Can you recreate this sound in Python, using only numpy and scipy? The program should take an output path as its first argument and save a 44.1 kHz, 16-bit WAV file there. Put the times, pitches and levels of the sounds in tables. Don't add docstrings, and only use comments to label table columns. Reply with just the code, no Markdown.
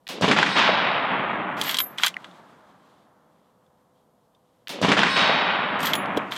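import sys
import numpy as np
from scipy import signal
from scipy.io import wavfile
from scipy.ndimage import uniform_filter1d

SR = 44100
rng = np.random.default_rng(int(sys.argv[2]) if len(sys.argv) > 2 else 0)


def file_out(sig):
    cols = np.atleast_2d(sig).T
    lim = np.clip(cols, -1, 1)
    pcm = np.round(lim * 32767).astype(np.int16)
    wavfile.write(sys.argv[1], SR, pcm)


N = 280917
T = np.arange(N) / SR


def gain_of(db):
    return 10 ** (np.asarray(db) / 20)


def unit_rms(x):
    return x / np.sqrt(np.mean(x ** 2) + 1e-20)


def add(mix, start_s, sound):
    part = mix[max(round(start_s * SR), 0):][:len(sound)]
    part += sound[:len(part)]


def eq(x, curve, tilt_db=0., size=4096):
    octave = np.log2(abs(np.fft.fftfreq(size, 1 / SR)) + 1)
    hz, db = np.transpose(curve)
    db = np.interp(octave, np.log2(hz + 1), db) + tilt_db * np.clip(octave, np.log2(hz[0] + 1), None)
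    log_gain = np.log(gain_of(np.maximum(db - db.max(), -100)))
    taps = np.fft.ifft(np.exp(np.conj(signal.hilbert(log_gain)))).real
    return signal.oaconvolve(x, taps)[:len(x)]


def noise(curve, n=N):
    return unit_rms(eq(rng.standard_normal(n), curve))


def wander(first, second):
    return unit_rms(uniform_filter1d(uniform_filter1d(rng.standard_normal(N), first), second))


def fade(t, t60):
    return np.exp(-np.log(1000) * t / np.maximum(t60, 1e-3))


def ring(modes, t):
    return sum(gain_of(db) * fade(t, t60) * np.sin(2 * np.pi * (hz * t + rng.random()))
               for hz, db, t60 in modes)


def grains(per_s, spread_db):
    size = gain_of(spread_db * np.minimum(rng.exponential(1, N), 4))
    return unit_rms(size * rng.choice([-1, 1], N) * (rng.random(N) < per_s / SR))


def absorb(x, loss_db, power=2.19, size=256):
    hz, t, spectrum = signal.stft(x, SR, nperseg=size)
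    passed = gain_of(-np.interp(t, T, loss_db) * (hz[:, None] / 4000) ** power)
    energy = np.mean(abs(spectrum) ** 2, 1, keepdims=True)
    level_left = np.sqrt((energy * passed ** 2).sum(0) / energy.sum())
    return signal.istft(spectrum * passed / level_left, SR, nperseg=size)[1][:N]


# pitch in Hz, level in dB.
FAR_TONE = [(500.6, -73)]

def field_air(level_db=-64.5):
    tone = sum(gain_of(db) * unit_rms(np.sin(2 * np.pi * hz * T)) for hz, db in FAR_TONE)
    bed = noise([(24, -54.5), (40, -20), (171, -1.5), (337, -10.5), (503, -7.5), (630, -7),
                 (1020, -11), (2320, -33.5), (13800, -33.5), (16000, -49)])
    return gain_of(level_db) * bed + tone


# frequency in Hz, gain in dB.
REPORT_EQ = [(120, -35), (200, -18.5), (791, 0), (1160, -8.5), (3490, 0), (8740, -16.5), (11300, -16.5),
             (16000, -23)]

def report():
    hiss = absorb(noise(REPORT_EQ), loss_db=5 * np.minimum(T / .1, 1) ** 2, power=1.5)
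    snap = noise([(900, -17), (2000, 1), (3700, 1.5), (7000, -30)])
    hollow = noise([(120, -32.5), (300, 21.5), (600, 23.0), (1200, -32.5)])
    out = gain_of(-31) * snap * fade(T, 0.032)
    add(out, .011, gain_of(-19) * hiss * fade(T, 0.0011))
    add(out, .02, gain_of(-32.5) * hiss * fade(T, 0.53))
    add(out, .035, gain_of(-39) * hollow[:SR // 6] * signal.windows.tukey(SR // 6))
    return out


# delay in seconds, depth in seconds, roar level
# in dB, # boom level in dB, sag in dB per second, added decay behind it as t60 in seconds.
TREE_STANDS = [(0.004, 0.19, -45.5, -44.5, 18, 0.11), (0.131, 0.031, -20, -26.5, 37, 0.39),
               (0.188, 0.011, -19, -17, 48.5, 0.54), (0.273, 0.21, -18, -24.5, 64, 2.7),
               (0.464, 0.53, -17.5, -30.5, 15.5, 0.68), (1.001, 0.5, -26, -33, 8.5, 0.95),
               (1.502, 5.8, -42, -47, 14, 2.0)]

def stand_envelopes(rise_share=0.038):
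    power = np.zeros((2, N))
    for delay, depth, roar_db, boom_db, sag_db, t60 in TREE_STANDS:
        t = np.maximum(T - delay, 0)
        attack = np.minimum(t / (rise_share * delay), 1)
        shape = attack * gain_of(-sag_db * t) * fade(np.maximum(t - depth, 0), t60)
        power += (gain_of([[roar_db], [boom_db]]) * shape) ** 2
    return np.sqrt(power)


# frequency in Hz, gain in dB.
ROAR_EQ = [(180, -41.5), (300, -8.5), (405, -13), (614, -1.5), (1060, 1.5), (1690, -2), (3460, -3.5),
           (4520, -14), (4750, -12.5), (5160, -15.5), (6200, -21.5), (8090, -31.5), (11300, -46),
           (16000, -71.5)]
BOOM_EQ = [(50, -42), (85, -20.5), (125, -8), (190, 3.5), (260, 1.5), (400, -3.5), (2000, -66)]

def woods(near_scatter, loss_db_per_s, steady_s=0.35, bright_s=0.49, deepen_s=2.0, clump_db=0.66):
    near = np.exp(-(T / steady_s) ** 4)
    scatter = near * near_scatter + np.sqrt(1 - near ** 2) * grains(per_s=6000, spread_db=2.5)
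    loss_db = loss_db_per_s * np.maximum(T - bright_s, 0)
    roar = absorb(unit_rms(eq(scatter, ROAR_EQ)), loss_db) * gain_of(clump_db * wander(700, 500))
    far = np.minimum(T / deepen_s, 1)
    deep_boom = unit_rms(eq(scatter, BOOM_EQ, tilt_db=-4))
    boom = (1 - far) * unit_rms(eq(scatter, BOOM_EQ)) + far * deep_boom
    roar_level, boom_level = stand_envelopes()
    return roar * roar_level + boom * boom_level


# delay in seconds, level in dB, centre in Hz, t60 in seconds.
SLAPS_AND_SIZZLE = [(0.097, -22.5, 585, 0.0089), (0.123, -13, 420, 0.02), (0.1237, -20, 4570, 0.48),
                    (0.14, -15.5, 200, 0.13), (0.155, -9.5, 700, 0.09), (0.1984, -10, 2600, 0.016),
                    (0.2258, -3.5, 1990, 0.16), (0.276, -9.5, 1393, 0.068), (0.3002, -2.5, 1920, 0.016),
                    (0.3409, -2, 1550, 0.046), (0.3748, -9.5, 1850, 0.18), (0.469, -12, 970, .08),
                    (0.525, -31, 2080, 0.0071), (0.602, -8, 805, 0.096)]

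def slaps_and_sizzle(front=9.0, skirt_db=-20.5, outer_db=-33.0):
    out, t = np.zeros(N), T[:SR // 6]
    for delay, db, hz, t60 in SLAPS_AND_SIZZLE:
        burst = rng.standard_normal(len(t)) * fade(t, t60) + front * (t == 0)
        burst = eq(burst, [(hz / 6, outer_db), (hz / 9.7, skirt_db), (hz, 0),
                           (hz * 2.97, skirt_db), (hz * 5, outer_db), (hz * 10, -90)])
        add(out, delay, gain_of(db) * burst / abs(burst).max())
    return eq(out, [(50, -46), (135, -1.5), (8000, -3.5), (15000, -13)])


# pitch in Hz, level in dB, t60 in seconds before extra damping.
TARGET_MODES = [(1534, -37, 2.5), (1938, -41, 2), (2460, -40, 2), (3542, -37, 1.3), (3822, -33, 1.7),
                (4097, -44, 1.2), (4393, -39, 1.4), (4980, -43, .7), (5146, -40, .9), (8091, -46, .5),
                (9572, -52, .3)]

def steel_target(crash_modes, db_per_khz=-4.0, damp_db_per_s=6.5):
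    t = T[:2 * SR]
    crash = ring([(hz, db + db_per_khz * hz / 1000, min(0.71 * 8000 / hz, 1))
                  for hz, db in crash_modes], t)
    splash = noise([(800, -20.5), (2500, 9), (16000, -36.5)], len(t)) * fade(t, 0.27)
    impact = gain_of(-31.5) * crash + gain_of(-33.5) * splash
    tail = gain_of(6.5 - damp_db_per_s * t) * ring(TARGET_MODES, t)
    attack, bloom = 1 - np.exp(-t / .025), 1 - np.exp(-t / .1)
    return impact * attack + tail * bloom


# start in seconds, gain of the far echoes in dB, gain of the target in dB,
# air loss at 4 kHz in dB per second of travel.
SHOTS = [(0.088, 0.55, 2.5, 27), (4.6922, 0.6, 7, 24.5)]

def rifle_shots(target_delay_s=.39):
    out = np.zeros(N)
    near_scatter, bursts = grains(per_s=9000, spread_db=1.0), slaps_and_sizzle()
    crash_modes = np.column_stack([rng.uniform(900, 15000, size=50), rng.uniform(-5, 5, size=50)])
    for start, far_db, target_db, loss_db_per_s in SHOTS:
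        carry = gain_of(far_db * np.minimum(T, 1) ** 2)
        add(out, start - .02, report())
        add(out, start, carry * woods(near_scatter, loss_db_per_s) + bursts)
        add(out, start + target_delay_s, gain_of(target_db) * steel_target(crash_modes))
    return out


# frequency in Hz, gain in dB.
STEEL_EQ = [(410, -59.5), (700, -20), (1120, -5), (1330, -8.5), (1870, -3.5), (2560, -5.5), (3280, 0),
            (5470, -11), (8100, -13.5), (10700, -20), (12500, -22), (13000, -24.5), (16000, -31.5)]
# start, fastest moment and stop in seconds, scrape level in dB, zing level in dB.
BOLT_STROKES = [(1.568, 1.686, 1.833, -29.5, -32), (1.977, 2.058, 2.125, -27, -37),
                (5.792, 5.861, 5.97, -28.5, -32), (6.309, 6.315, 6.55, -35, -52)]

def bolt_slides(slow_scrape_db=-13.5, slow_zing_db=-30, ease_s=0.075):
    scrape = unit_rms(eq(grains(per_s=2600, spread_db=2.5), STEEL_EQ, tilt_db=-3))
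    brass_eq = [(5000, -60.5), (11000, -24), (12000, 10), (12800, -5.5), (13800, -11.5), (16000, -21.5)]
    zing = unit_rms(eq(grains(per_s=4000, spread_db=1.5), brass_eq))
    out = np.zeros(N)
    for start, fastest, stop, scrape_db, zing_db in BOLT_STROKES:
        slowness = np.interp(T, [start, fastest, stop], [1, 0, 1])
        slide = scrape * gain_of(scrape_db + slow_scrape_db * slowness)
        slide += zing * gain_of(zing_db + slow_zing_db * slowness)
        out += slide * (T > start) * np.clip((stop - T) / ease_s, 0, 1)
    return out


# pitch in Hz, level in dB, t60 in seconds before the hands damp it.
RECEIVER_MODES = [(3170, -0.5, 0.47), (3368, -1.5, 0.83), (3752, -9, 5.0), (3900, -6, 0.27)]
# start in seconds, level in dB, tilt in dB per octave.
CLACKS = [(1.6137, -12.5, 4.5), (1.6367, -23.5, 9), (1.6935, -14, -2.5), (1.7114, -20, 9),
          (1.7439, -13, -0.5), (1.7694, -15, 5.5), (1.7862, -10, 1), (1.8024, -13, -2.5),
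          (1.9839, -18, -2.5), (2.0348, -5.5, -3.5), (2.0444, -13, -4.5), (2.0634, -12.5, 6),
          (2.0677, -10.5, -5), (2.0804, -19, 5), (2.2438, -31.5, -6.5), (5.8052, -28, 4), (5.8301, -24, 6),
          (5.8563, -20.5, 9), (5.8691, -15, 0), (5.9339, -9, -3), (5.9539, -17.5, -2.5),
          (6.1724, -21.5, -1), (6.321, -17, -7), (6.3634, -23.5, -1)]

def action_clacks(trim_db=2.5, grip_t60=0.04):
    out, t = np.zeros(N), T[:SR // 6]
    overtones_hz = np.geomspace(1000, 13000, num=32) * rng.uniform(.96, 1.04, size=32)
    for start, db, tilt_db in CLACKS:
        crack = rng.standard_normal(len(t)) * (fade(t, 0.036) + 0.4 * fade(t, 0.0051))
        overtones = ring([(hz, -22.5 - rng.exponential(30), 0.11) for hz in overtones_hz], t)
        body = gain_of(-10) * ring(RECEIVER_MODES, t) * fade(t, grip_t60)
        hit = eq(crack + overtones + body, STEEL_EQ, tilt_db)
        add(out, start, gain_of(db + trim_db) * hit / abs(hit).max())
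    return out


# pitch in Hz, level in dB, t60 in seconds.
CASE_MODES = [(6990, -14, .13), (10900, -8, .21), (15340, -14, .15), (12335, -5, .18), (12378, 0, .2)]
# start in seconds, level in dB, the mouth's share from 0 to 1.
CASE_PINGS = [(1.790, -27, 1.0), (1.803, -19, 0.74), (5.935, -34, 0.8), (5.952, -30, 0)]

def spent_cases(tumble_hz=27., tumble_depth=0.31):
    out, t = np.zeros(N), T[:SR // 2]
    tumble = 1 + tumble_depth * np.cos(2 * np.pi * tumble_hz * t)
    for start, db, mouth in CASE_PINGS:
        ping = mouth * ring(CASE_MODES[3:], t) + 2 * (1 - mouth) * ring(CASE_MODES[:3], t)
        add(out, start, gain_of(db) * ping * tumble)
    return out


# start in seconds, level in dB, pitch in Hz, t60 in seconds.
KNOCKS = [(1.998, -19.5, 1520, 0.0064), (2.142, -29, 2850, 0.0047), (2.167, -20, 1960, 0.0058),
          (2.2432, -39.5, 1700, 0.0079), (2.313, -47.5, 3600, 0.0048), (3.664, -64, 3500, 0.0077),
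          (4.348, -59, 3610, 0.014), (6.058, -29, 3180, 0.0034), (6.165, -23, 284, 0.032),
          (6.174, -12, 456, 0.013)]

def stock_knocks(tick_db=-7.0):
    out, t = np.zeros(N), T[:SR // 8]
    for start, db, hz, t60 in KNOCKS:
        shape = t * fade(t, t60)
        tick = noise([(hz / 10, -50), (hz / 2, -12), (hz, 0), (hz * 5, -42)], len(t))
        knock = np.sin(2 * np.pi * hz * t) + gain_of(tick_db) * tick
        add(out, start, gain_of(db) * knock * shape / shape.max())
    return out


# busiest moment in seconds, level in dB.
ARM_MOVES = [(2.101, -56), (6.301, -60)]

def sleeve_rustle(settle_s=0.32, uneven_db=2.5):
    brush = rng.standard_normal(N) + 0.2 * grains(per_s=25, spread_db=-0.5)
    motion = sum(gain_of(db) / (1 + abs(T - busiest) / settle_s) ** 1.61 for busiest, db in ARM_MOVES)
    folds = gain_of(uneven_db * wander(4000, 2000))
    return unit_rms(eq(brush, STEEL_EQ, tilt_db=-0.5)) * motion * folds


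def scene():
    return (field_air() + rifle_shots() + bolt_slides() + action_clacks()
            + spent_cases() + stock_knocks() + sleeve_rustle())[None]


def record(dry, cutoff_hz=16000):
    high_cut = signal.firwin(511, cutoff_hz, window=("kaiser", 9), fs=SR)
    return signal.oaconvolve(dry, high_cut[None], "same")


dry = scene()
out = record(dry)
file_out(out)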